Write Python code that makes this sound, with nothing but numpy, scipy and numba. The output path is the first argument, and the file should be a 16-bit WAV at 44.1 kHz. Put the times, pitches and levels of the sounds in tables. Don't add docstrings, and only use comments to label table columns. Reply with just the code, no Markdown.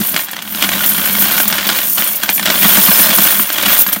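import sys
import numpy as np
from scipy import signal
from scipy.fft import rfft, irfft
from scipy.io import wavfile
from numba import njit

SR = 44100
rng = np.random.default_rng(int(sys.argv[2]) if len(sys.argv) > 2 else 0)


def write(x):
    x = np.atleast_2d(x).T
    wavfile.write(sys.argv[1], SR, np.round(np.clip(x, -1, 1) * 32767).astype(np.int16))


N = 176400

# (time [s], level [dB])
BOOM_ENVELOPE = [(0, -9.5), (.05, -38), (.09, -39), (.14, -27), (.22, -46), (.3, -42), (.5, -32),
                 (.58, -29), (.8, -24.5), (.9, -28), (1.05, -32), (1.24, -22.5), (1.33, -30), (1.5, -27),
                 (1.65, -33.5), (2, -37), (2.1, -42), (2.33, -40), (2.45, -26), (2.58, -26.5),
                 (2.67, -22.5), (2.95, -27.5), (3.2, -24), (3.3, -35), (3.42, -30), (3.5, -44), (3.68, -24),
                 (3.8, -35.5), (4, -37)]
# (pitch [Hz], level [dB], t60 [s])
HOLLOW_MODES = [(164.3, -2.5, 0.063), (201.6, 2.5, 0.13), (265, -4.5, 0.088), (309, -4, 0.038),
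                (423, -15, 0.095)]
# (frequency [Hz], level [dB])
RUMBLE_EQ = [(20, -9), (60, -6), (120, 1), (250, -2), (600, -22)]
# (time [s], level [dB])
JINGLE_ENVELOPE = [(0.0, -14.5), (0.24, -20), (0.29, -37), (0.32, -25), (0.4, -36.5), (0.52, -20.5),
                   (0.83, -13), (0.87, -10), (0.95, -11.5), (1.15, -14), (1.2, -8.5), (1.35, -13.5),
                   (1.4, -9), (1.46, -19), (1.48, -14), (1.5, -16), (1.64, -20.5), (1.68, -14),
                   (1.73, -14.5), (1.93, -10), (2.17, -17), (2.19, -21.5), (2.33, -23.5), (2.35, -9.5),
                   (2.41, -22.5), (2.65, -6.5), (3.03, -4.5), (3.1, -10.5), (3.21, -5), (3.41, -10.5),
                   (3.52, -20), (3.53, -15.5), (3.55, -20.5), (3.82, -4.5), (3.85, -24), (3.88, -16),
                   (3.92, -24), (3.93, -4.5), (3.95, -24.5), (4.0, -21.5)]
# (pitch [Hz], spread between coins [Hz], level [dB])
BENDING_MODES = [(9285, 207, -6.5), (12120, 750, -5), (13040, 234, 0), (14700, 550, -2.5), (15300, 233, -2)]
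# (frequency [Hz], level [dB])
TICK_EQ = [(500, -7), (2500, -20), (4500, -7), (6000, 0.5), (8000, 0), (10500, 2), (16000, 5)]
# (time [s], level [dB])
RATTLE_ENVELOPE = [(0, -24.5), (.1, -30), (.19, -22), (.24, -34), (.33, -30), (.45, -35), (.53, -30.5),
                   (.6, -24), (.64, -18.5), (.68, -24), (.76, -18.5), (.94, -23.5), (.98, -21),
                   (1.1, -21.5), (1.17, -19), (1.4, -20.5), (1.45, -25), (1.54, -21), (1.63, -20.5),
                   (1.7, -17), (1.82, -23.5), (1.95, -33), (1.98, -21), (2.06, -24), (2.12, -28),
                   (2.18, -31), (2.25, -24), (2.31, -25.5), (2.35, -33.5), (2.42, -27.5), (2.48, -15.5),
                   (2.6, -20), (2.65, -15), (2.95, -17), (3.05, -16), (3.28, -17.5), (3.47, -26.5),
                   (3.56, -23), (3.67, -14.5), (3.76, -16.5), (3.84, -27), (3.95, -26.5), (4, -38)]
# (pitch [Hz], width [Hz], level [dB])
PLASTIC_MODES = [(604, 26, 0.5), (1055, 130, -8), (1530, 220, -4), (1886, 170, -9), (2404, 150, -6),
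                 (2970, 120, -5), (3350, 240, -3), (4080, 270, -7)]
# (frequency [Hz], level [dB])
WALL_EQ = [(100, -39), (300, -1), (480, -15.5), (700, -3.5), (1100, -2.5), (1550, -4.5), (2100, -3),
           (3300, -4), (4200, -6.5), (5000, -6.5), (7500, -9.5), (16000, -26.5)]
# (time [s], level [dB], slap offset [dB])
THUD_CUES = [(0.014, -22, -14), (.138, -10.5, -13), (.15, -16, -19), (.639, -12, -2), (.777, -25, -7),
             (.98, -9, -7.5), (1.096, -14, 2), (1.216, -14, -12), (1.482, -20, -6), (1.714, -13, 3),
             (1.988, -14, -3), (2.235, -17, 0), (2.292, -17, 0), (2.355, -22, -12), (2.43, -16, -6),
             (2.649, 0.5, 1), (2.775, -2, 2.5), (2.883, -0.5, 1), (2.998, -6, -5), (3.09, -7, -9),
             (3.184, -5, 7), (3.254, -11, 3), (3.395, -8, 1.5), (3.659, -20, -4), (3.875, -14, -2),
             (3.961, -10, 4.5)]
# (frequency [Hz], level [dB])
SLAP_EQ = [(60, -32), (150, -15), (450, -12), (750, -5), (1100, 0), (1700, -8), (4000, -22)]
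# (time [s], level [dB], clack pitch [Hz])
KNOCK_CUES = [(0.143, -8, 3780), (0.163, -0.5, 2130), (0.174, -9, 2140), (0.192, -10, 1830),
              (0.212, -12, 2160), (0.285, -13, 1660), (0.333, -13, 1610), (0.366, -13.5, 3090),
              (0.39, -15, 3000), (0.422, -15, 1480), (0.476, -17.5, 3200), (0.548, -13.5, 1430),
              (0.624, 2.5, 3300), (0.644, -4, 3230), (0.69, -3.5, 2480), (0.717, -7.5, 2220),
              (0.737, -11, 2390), (1.06, -10.5, 1540), (1.222, -4.5, 1520), (1.255, -6.5, 1460),
              (1.378, -4.5, 1490), (1.401, -1.5, 1570), (1.526, -0.5, 3570), (1.582, -4, 1440),
              (1.69, 0, 1600), (1.699, -3, 1420), (1.787, -3.5, 4050), (1.981, -4.5, 2960),
              (2.022, -6.5, 2940), (2.234, -3, 1520), (2.291, 2.5, 2410), (2.379, -8, 2260),
              (2.395, -4, 1800), (2.428, -7, 2370), (2.457, -3.5, 2900), (2.463, -2, 3930),
              (2.501, 1.5, 2250), (2.622, -5, 2410), (2.63, -0.5, 2040), (2.644, -2, 1450),
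              (2.691, -5, 2400), (2.772, -1, 1660), (2.995, -3, 1760), (3.185, -2.5, 1950),
              (3.502, -6.5, 1570), (3.583, -3, 1550), (3.662, -2.5, 2960), (3.686, -10.5, 2400),
              (3.694, -6, 2520), (3.715, -6, 3820), (3.865, -7, 1650), (3.889, -12.5, 2480),
              (3.928, -8.5, 3190)]
# (time [s], level [dB])
CLINK_CUES = [(.1635, -21), (.2453, -11), (.3125, -11), (.423, -13), (.5574, -8), (.6234, -2), (.8605, 1),
              (.8913, -1), (1.1942, -3), (1.398, -3), (1.479, 4), (1.6676, -9), (2.075, -4), (2.1594, -5),
              (2.2333, -2.5), (2.2987, -2), (2.3267, -6), (2.3441, -9), (2.36, -8), (2.4557, -3),
              (2.5453, -10), (3.34, -6), (3.528, -4), (3.6257, -1), (3.7894, -1), (3.8133, -2),
              (3.867, -13), (3.879, -6), (3.932, 3)]
# (time [s], level [dB], pitch [Hz], t60 [s])
FREE_COIN_CUES = [(1.479, -8, 15400, .12), (1.55, -18, 11600, .1), (1.668, -11, 15200, .1),
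                  (1.92, -18, 11560, .18), (2.075, -13, 9200, .1), (2.235, -16, 11600, .1),
                  (2.298, -13, 14680, .26), (2.33, -9, 12170, .22), (2.368, -17, 9540, .3),
                  (2.842, -13, 5160, .06), (2.933, -10, 5220, .09), (3.035, -11, 5200, .08),
                  (3.04, -13, 4060, .08), (3.68, -8, 14930, .25), (3.72, -11, 14930, .25),
                  (3.79, -5, 14930, .13), (3.82, -4, 14930, .07), (3.868, -8, 12700, .1),
                  (3.895, -10, 12780, .08)]

CLACK_T60_S = 0.038


def amp(db):
    return 10 ** (np.asarray(db) / 20)


def unit(x):
    return x / np.sqrt(np.mean(x ** 2))


def fader(rows):
    return amp(np.interp(np.arange(N) / SR, *np.array(rows).T))


def decay(t60):
    return np.exp(-np.log(1000) * np.arange(int(t60 * SR) + 2) / (t60 * SR))


def convolve(x, response):
    return signal.fftconvolve(x, response)[:N]


def eq(x, points, size=2048):
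    hz, db = np.array(points).T
    bin_hz = np.arange(size // 2 + 1) * SR / size
    gain = unit(amp(np.interp(np.log(bin_hz + 1), np.log(hz), db)))
    cepstrum = irfft(np.log(gain))
    cepstrum[1:size // 2] *= 2
    cepstrum[size // 2 + 1:] = 0
    return convolve(x, irfft(np.exp(rfft(cepstrum))))


def contacts(per_s, scatter_db):
    chance = rng.random((int(per_s * N / SR), 3))
    times = (np.arange(len(chance)) + 2 * chance[:, 0]) / per_s
    return times, amp(2 * scatter_db * (chance[:, 1] + chance[:, 2]))


def cracks(times, sizes, t60):
    power = np.bincount((times * SR).astype(int), sizes ** 2, N)[:N]
    envelope = np.sqrt(np.abs(convolve(power, decay(t60) ** 2)))
    return envelope * rng.standard_normal(N)


@njit
def rings(times, hz, t60, sizes):
    out = np.zeros(N)
    hz, t60 = hz * np.ones(len(times)), t60 * np.ones(len(times))
    for k in range(len(times)):
        start, phasor = int(times[k] * SR), sizes[k] + 0j
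        pole = np.exp((2j * np.pi * hz[k] - np.log(1000) / t60[k]) / SR)
        for i in range(max(start, 0), min(N, start + int(t60[k] * SR))):
            phasor *= pole
            out[i] += phasor.imag
    return out


def tub_ring(times, sizes, low_cut_hz=137):
    ring = sum((-1) ** k * rings(times, hz, t60, sizes * amp(db))
               for k, (hz, db, t60) in enumerate(HOLLOW_MODES))
    return signal.sosfilt(signal.butter(3, low_cut_hz, "high", fs=SR, output="sos"), ring)


def tub_boom():
    times, sizes = contacts(per_s=300, scatter_db=0.5)
    boom = unit(tub_ring(times, sizes * rng.standard_normal(len(times))))
    rumble = eq(rng.standard_normal(N), RUMBLE_EQ)
    return fader(BOOM_ENVELOPE) * (amp(-0.5) * boom + amp(-10.5) * rumble)


def clump_flutter(per_s=55, depth_db=1.3):
    times = np.arange(int(per_s * N / SR) + 2) / per_s
    return unit(fader(np.c_[times, depth_db * rng.standard_normal(len(times))]))


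def jingle():
    times, sizes = contacts(per_s=1200, scatter_db=5)
    t60 = 0.029 * np.exp(0.55 * rng.standard_normal(len(times)))
    ring = np.zeros(N)
    for hz, spread, db in BENDING_MODES:
        detune, share = rng.standard_normal((len(times), 2)).T
        ring += rings(times, hz + spread * detune, t60, sizes * share * amp(db))
    ticks = eq(cracks(times, sizes, t60=0.022), TICK_EQ)
    return fader(JINGLE_ENVELOPE) * clump_flutter() * (amp(-2.5) * unit(ring) + amp(-6) * unit(ticks))


def plastic_wall(x):
    dull = eq(x, WALL_EQ)
    return dull + sum(amp(db) * signal.lfilter(*signal.iirpeak(hz, hz / width, SR), dull)
                      for hz, width, db in PLASTIC_MODES)


def wall_rattle(pitch_spread=0.07):
    times, sizes = contacts(per_s=260, scatter_db=3.5)
    clacks = np.zeros(N)
    for hz, width, db in PLASTIC_MODES:
        detune, share = rng.standard_normal((len(times), 2)).T
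        pitch = hz * (1 + pitch_spread * detune)
        clacks += rings(times, pitch, CLACK_T60_S, sizes * share * amp(db) * np.sqrt(width))
    scrape = plastic_wall(unit(cracks(times, sizes, t60=0.035)))
    return fader(RATTLE_ENVELOPE) * (amp(-2) * scrape + amp(-3) * unit(clacks))


def thuds():
    times, db, slap_db = np.array(THUD_CUES).T
    slap = eq(cracks(times, amp(db + slap_db - 7), t60=0.039), SLAP_EQ)
    body = tub_ring(times, amp(db - 2.5) / 2)
    return slap + body


def knocks():
    times, db, hz = np.array(KNOCK_CUES).T
    attack = cracks(times, amp(db - 5), t60=0.024)
    chatter = cracks(times, amp(db - 18.5), t60=0.06)
    clack = rings(times, hz, CLACK_T60_S, amp(db - 9))
    return plastic_wall(attack + chatter) + clack


def clinks(ring_t60_s=0.059):
    times, db = np.array(CLINK_CUES).T
    ticks = eq(cracks(times, amp(db - 8), t60=0.045), TICK_EQ)
    times, db = np.repeat(times, 2), np.repeat(db, 2)
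    ring = np.zeros(N)
    for hz, spread, mode_db in BENDING_MODES:
        pitch = hz + spread * rng.standard_normal(len(times))
        ring += rings(times, pitch, ring_t60_s, amp(db + mode_db - 9) / 2)
    return ticks + ring


def free_coins():
    times, db, hz, t60 = np.array(FREE_COIN_CUES).T
    return rings(times, hz, t60, amp(db))


def room_tail(x, t60):
    envelope = decay(t60)
    tail = envelope * rng.standard_normal(len(envelope))
    return convolve(x, tail / np.sqrt(np.sum(tail ** 2)))


def scene():
    pour = tub_boom() + jingle() + wall_rattle() + thuds() + knocks() + clinks() + free_coins()
    return (pour + amp(-13) * room_tail(pour, t60=0.16))[None]


def record(dry):
    knee, high_cut_hz = 5, 15900
    clipped = dry / (1 + np.abs(dry) ** knee) ** (1 / knee)
    return signal.sosfilt(signal.ellip(12, .1, 70, high_cut_hz, fs=SR, output="sos"), clipped)


dry = scene()
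out = record(dry)
write(out)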